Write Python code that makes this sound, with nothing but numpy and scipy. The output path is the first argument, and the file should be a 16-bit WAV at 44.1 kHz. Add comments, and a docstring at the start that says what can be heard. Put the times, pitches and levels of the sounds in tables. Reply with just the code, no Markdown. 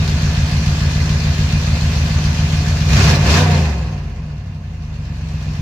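"""Driver's seat of a car: a cross-plane V8 idles lumpily, takes two quick throttle blips, then runs down.
Each bank fires unevenly into its own exhaust pipe: jittered impulses ring low modes, which boom in the cabin.
Over the boom lie exhaust rasp, valve clatter and the rush of air under the bonnet, made of noise bursts
timed to the firings plus steady noise, and a faint throttle whistle and even hiss."""
import sys
import numpy as np
from scipy import signal
from scipy.fft import rfft, irfft, next_fast_len
from scipy.io import wavfile
from scipy.ndimage import uniform_filter1d, minimum_filter1d

SR = 44100
rng = np.random.default_rng(int(sys.argv[2]) if len(sys.argv) > 2 else 0)


def inscribe(sig):
    """Save sig as 16-bit PCM at rate SR to the path in sys.argv[1].

    A 1-D sig is mono; a 2-D sig holds one channel per row.
    Samples are clipped to [-1, 1] before scaling.
    """
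    pcm = np.round(np.clip(np.atleast_2d(sig).T, -1, 1) * 32767)
    wavfile.write(sys.argv[1], SR, pcm.astype(np.int16))


N = 247401
TIME = np.arange(N) / SR
SIZE = next_fast_len(N + SR // 2)
HZ = np.fft.rfftfreq(SIZE, 1 / SR) + 1e-6
IDLE_RPM = 835


def gain_of(db):
    """Decibels to amplitude."""
    return 10 ** (np.asarray(db) / 20)


def read(points, hz):
    """Interpolates a spectrum on a log-frequency axis."""
    f, value = np.transpose(points)
    return np.interp(np.log(hz + 1), np.log(f + 1), value)


def filtered(x, response):
    """Passes x through a frequency response."""
    return irfft(rfft(x, SIZE) * response, SIZE)[..., :N]


def noise():
    """White noise, independent in the two channels."""
    return rng.standard_normal((2, N))


def evened(x):
    """Scales to unit power."""
    return x / np.sqrt(np.mean(x ** 2) + 1e-20)


def resonance(hz, width_hz):
    """Response of one resonance, unity at its peak."""
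    return 1 / (1 + 2j * (HZ - hz) / width_hz)


def crank_rpm(coast_s=.61):
    """Engine speed: follows the pedal, then sinks exponentially towards idle."""
    # crank speed through idle and blips: (time [s], speed [rpm])
    speed = [(0, 843), (.45, 814), (.9, 834), (2.25, 840), (2.86, 864), (2.93, 1130), (3.14, 2090),
             (3.22, 2220), (3.31, 3030), (3.41, 3750), (3.56, 3440)]
    s, rpm = np.transpose(speed)
    coast = np.exp(-np.maximum(TIME - s[-1], 0) / coast_s)
    return IDLE_RPM + (np.interp(TIME, s, rpm) - IDLE_RPM) * coast


def engine_cycles():
    """Engine cycles elapsed; a four-stroke cycle is two crank turns."""
    return np.cumsum(crank_rpm()) / SR / 120


def throttle(open_s=.106, shut_s=.076):
    """Throttle opening, 0-1: each blip opens it, holds it and lets it snap shut."""
    # stabs at the pedal: (pressed [s], released [s])
    blips = [(2.859, 3.112), (3.206, 3.377)]
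    return sum(np.interp(TIME, [on, on + open_s, off, off + shut_s], [0, 1, 1, 0]) for on, off in blips)


def firings(late_cycles=0, first_cycles=.511):
    """Times and cylinder data of the eight firings in every two crank turns."""
    # firing order: (bank [0 left, 1 right], exhaust pulse [dB], early arrival by a shorter header [s],
    # valve clatter [dB before the layer's depth factor])
    cylinders = [(0.0, 0.2, 0.0013, 5.0), (1.0, 1.2, 0.0047, 1.0), (1.0, -2.0, 0.0042, -3.0),
                 (0.0, -1.9, 0.0029, 0.5), (1.0, 2.7, 0.0044, -4.0), (0.0, 3.8, 0.0007, 0),
                 (0.0, -2.2, -0.0008, 0.5), (1.0, -1.7, 0.0053, 0.5)]
    cycles = engine_cycles()
    count = np.arange(-8, int(cycles[-1] + 1) * 8)
    angle = count / len(cylinders) + first_cycles + late_cycles
    inside = (angle > 0) & (angle < cycles[-1])
    times = np.interp(angle[inside], cycles, TIME)
    return times, np.array(cylinders)[count[inside] % len(cylinders)].T


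def clicks(times, sizes):
    """One impulse at each time."""
    return np.bincount(np.clip(np.round(times * SR).astype(int), 0, N - 1), sizes, N)


def puffs(train, decay_s):
    """Each impulse lets out a decaying burst of noise, different in the two channels."""
    envelope = signal.lfilter([1], [1, -np.exp(-1 / (decay_s * SR))], train)
    return evened(envelope * noise())


def loudness(idle_db, revs_db, open_db, open_revs_db, overrun_db):
    """Level of a layer [dB]: rises with revs and throttle, sinks as the shut throttle starves the engine."""
    # overrun, recovering as the engine slows: (time [s], starved [0-1])
    overrun = [(3.57, 0), (3.79, .5), (4.11, .88), (4.63, 1), (5.5, .5)]
    octaves = np.log2(crank_rpm() / IDLE_RPM)
    starved = np.interp(TIME, *np.transpose(overrun))
    return idle_db + revs_db * octaves + throttle() * (open_db + open_revs_db * octaves) + overrun_db * starved


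def played(x, level_db, size=6300):
    """Imposes a level curve; smoothing over about one idle cycle keeps the throb within it."""
    power = uniform_filter1d(np.mean(np.atleast_2d(x) ** 2, axis=0), size)
    return x * gain_of(level_db) / np.sqrt(uniform_filter1d(power, size // 2) + 1e-20)


def cabin(x, colour, echo=.45, t60_s=.09):
    """Path to the seat: close reflections, ringing panels, layer colour, then the microphone pair."""
    # ringing panels and engine covers: (frequency [Hz], width [Hz], lift [dB])
    panels = [(312, 25, 3), (515, 22, 3), (619, 20, 5), (666, 18, 4), (720, 16, 3), (947, 18, 0),
              (992, 18, 3), (1041, 20, 4), (1174, 24, 4), (1221, 16, 1), (1668, 26, 5), (1738, 20, 6),
              (1926, 22, 3), (2126, 24, 5), (2424, 16, 4), (2780, 50, 3), (2928, 22, 4.5), (3612, 55, 5),
              (4360, 150, 3)]
    # level difference of the pair: (frequency [Hz], left minus right [dB])
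    tilt = [(300, 3), (450, 1.5), (700, -2.5), (1290, -3), (2380, -2), (4400, 2), (7000, 3.5), (10000, 0)]
    # left-right likeness of the pair: (frequency [Hz], correlation [-1 to 1])
    same = [(130, .95), (290, .91), (640, .75), (1410, .1), (3000, 0)]
    t = TIME[:SR // 8]
    taps = rng.standard_normal((2, len(t))) * gain_of(-60 * t / t60_s)
    x = x + echo * signal.fftconvolve(x, taps / np.linalg.norm(taps[0]), axes=1)[:, :N]
    ringing = 1 + sum((gain_of(db) - 1) * resonance(hz, width) for hz, width, db in panels)
    left, right = rfft(x, SIZE) * ringing * gain_of(read(colour, HZ))
    likeness = np.clip(read(same, HZ), -1, 1)
    side = gain_of(read(tilt, HZ) / 2)
    mixed_right = likeness * left + np.sqrt(1 - likeness ** 2) * right
    return irfft(np.array([left * side, mixed_right / side]), SIZE)[:, :N]


def boom(uneven_db=1.5, jitter_s=.00025, low_hz=38, cut_hz=40, top_hz=255):
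    """Exhaust pulses, no two burns alike, ring the low modes of each bank's pipe."""
    # pipe and cabin modes: (frequency [Hz], width [Hz], left-bank coupling [signed], right-bank [signed])
    modes = [(49.3, 10.1, -2.6, 4.8), (65.9, 8.6, -3.7, 5.4), (76.9, 4.0, -1.8, 1.4),
             (101.3, 16.3, -0.4, -3.3), (147.7, 20.5, -2.8, -4.1), (160.6, 21.0, 2.9, 1.3),
             (204.0, 16.5, -0.9, -0.7), (233.8, 21.2, 0.2, 0.3)]
    # level law: (idle [dB], revs [dB/octave], open throttle [dB], revs while open [dB/octave],
    # full overrun [dB])
    law = (-14.5, 1.3, 9.0, -4.3, -12.3)
    times, (bank, pulse_db, early_s, _) = firings()
    burn, timing = rng.standard_normal((len(times), 2)).T
    sizes = gain_of(pulse_db + uneven_db * burn)
    arrivals = times - early_s + jitter_s * timing
    # open pipe ends radiate no deep bass, mufflers swallow the top
    ends = 1 / (1 + low_hz / (1j * HZ)) ** 2
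    ends = ends / np.sqrt((1 + (HZ / top_hz) ** 12) * (1 + (cut_hz / HZ) ** 16))
    out = 0
    for side in (0, 1):
        pipe = sum(coupling[side] / (1 + 1j * (HZ ** 2 - hz ** 2) / (HZ * width))
                   for hz, width, *coupling in modes)
        out = out + filtered(clicks(arrivals, sizes * (bank == side)), pipe * ends)
    left_right_db = [[.1], [-.1]]
    return played(tightened(out) * lope(), loudness(*law)) * gain_of(left_right_db)


def tightened(x, under_hz=60, build_s=.1, reach=1.8):
    """As gas flow builds up behind the open throttle, the boom loses its deepest throb."""
    keep = np.exp(-1 / (build_s * SR))
    flow = np.minimum(reach * signal.lfilter([1 - keep], [1, -keep], throttle()), 1)
    return x - flow ** 2 * filtered(x, 1 / (1 + (HZ / under_hz) ** 8))


def lope(depth_db=1.0, loudest_cycles=.88, gone_rpm=1000):
    """Gain of the idle surge, once a cycle; it evens out as the revs rise."""
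    rpm = crank_rpm()
    depth = depth_db * np.interp(rpm, [rpm.min(), gone_rpm], [1, 0])
    return gain_of(depth * np.cos(2 * np.pi * (engine_cycles() - loudest_cycles)))


def rasp(uneven_db=1.6, sharp=.5, sharp_rpm=2000, decay_s=.012, steady=.7, far_bank_db=-3):
    """Turbulent puff behind each exhaust pulse; with revs the pulse edge hardens and the mufflers bark."""
    # muffler resonances that open up with the revs: (frequency [Hz], width [Hz], relative level [dB])
    bark = [(192, 45, 0), (375, 70, -7), (515, 60, -10), (750, 140, -9), (1030, 200, -14)]
    # colour: (frequency [Hz], relative level [dB])
    colour = [(130, -22), (195, 0), (240, -5), (280, -6), (350, -1.5), (420, -2.5), (520, -5), (590, -6),
              (720, -5), (850, -6.5), (1020, -7), (1300, -12), (1690, -26), (2860, -80)]
    # level law: (idle [dB], revs [dB/octave], open throttle [dB], revs while open [dB/octave],
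    # full overrun [dB])
    law = (-33.4, 5.8, 7.0, -1.5, -16.8)
    times, (bank, *_) = firings()
    train = clicks(times, gain_of(far_bank_db * bank + uneven_db * rng.standard_normal(len(times))))
    drive = crank_rpm() / sharp_rpm
    gas = sharp * drive * evened(train) + puffs(train, decay_s) + steady * noise()
    mufflers = sum(gain_of(db) * resonance(hz, width) for hz, width, db in bark)
    return played(cabin(gas + filtered(gas * drive ** 2, mufflers), colour), loudness(*law))


def valves(colour, tick, decay_s, steady, depth, uneven_db=2.0):
    """Valve gear ticks and rattles once a cylinder, one louder than the rest, in a steady rush of fan air."""
    times, (*_, clatter_db) = firings(late_cycles=.03)
    train = clicks(times, gain_of(depth * clatter_db + uneven_db * rng.standard_normal(len(times))))
    gear = tick * puffs(train, decay_s=.0012) + puffs(train, decay_s)
    return flaring(cabin(gear + steady * noise(), colour))


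def flaring(x, patchy_db=1.2):
    """The rattle flares up in short patches, now at one pitch, now at another."""
    z = signal.stft(x, nperseg=512)[2]
    patches = uniform_filter1d(rng.standard_normal(z.shape[1:]), size=9, axis=0)
    patches = uniform_filter1d(patches, size=9, axis=1)
    return signal.istft(z * gain_of(patchy_db * evened(patches)), nperseg=512)[1][:, :N]


def clatter():
    """Valve clatter: ticks and rattle in the mid treble."""
    # colour: (frequency [Hz], relative level [dB])
    colour = [(680, -12), (1150, -2.8), (1430, -4), (1680, -1.5), (1840, -5), (2510, -1.5), (2580, -2.5),
              (3100, -10.5), (4030, -35), (6820, -120)]
    # level law: (idle [dB], revs [dB/octave], open throttle [dB], revs while open [dB/octave],
    # full overrun [dB])
    law = (-30.8, 2.5, 10.6, -1.8, -19.8)
    return played(valves(colour, tick=.2, decay_s=.014, steady=1.1, depth=.7), loudness(*law))


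def air():
    """Rush of air under the bonnet, pulsing with the valve gear in the high treble."""
    # colour: (frequency [Hz], relative level [dB])
    colour = [(1710, -29), (2900, -4.5), (3360, -2.5), (3580, -2), (3890, -1.5), (4240, -1.5), (5120, -3),
              (6230, -4), (7420, -10.5), (8720, -22.5), (11800, -22), (14100, -26.5), (15500, -31)]
    # level law: (idle [dB], revs [dB/octave], open throttle [dB], revs while open [dB/octave],
    # full overrun [dB])
    law = (-30.3, .9, 10.0, -.4, -23.4)
    return played(valves(colour, tick=.22, decay_s=.022, steady=.8, depth=1.2), loudness(*law))


def whistle(hz=2790, width_hz=130, level_db=-59):
    """Faint airy whistle of the nearly shut throttle: narrow-band noise, constant in level."""
    return gain_of(level_db) * evened(filtered(noise(), 1 / (1 + (2 * (HZ - hz) / width_hz) ** 2)))


def hiss(level_db=-71):
    """Faint even background hiss: white noise."""
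    return gain_of(level_db) * noise()


def scene():
    """Engine layers share one crank and throttle, over whistle and hiss."""
    return boom() + rasp() + clatter() + air() + whistle() + hiss()


def record(dry, ceiling=.97, edge_hz=15600):
    """A smoothed limiter holds the peaks under full scale; a low-pass then limits the band."""
    room = np.minimum(1, ceiling / (abs(dry).max(axis=0) + 1e-9))
    limited = dry * uniform_filter1d(minimum_filter1d(room, size=600), size=600)
    lowpass = signal.firwin(511, edge_hz, window=("kaiser", 9), fs=SR)
    return signal.oaconvolve(limited, lowpass[None], "same")


dry = scene()
out = record(dry)
inscribe(out)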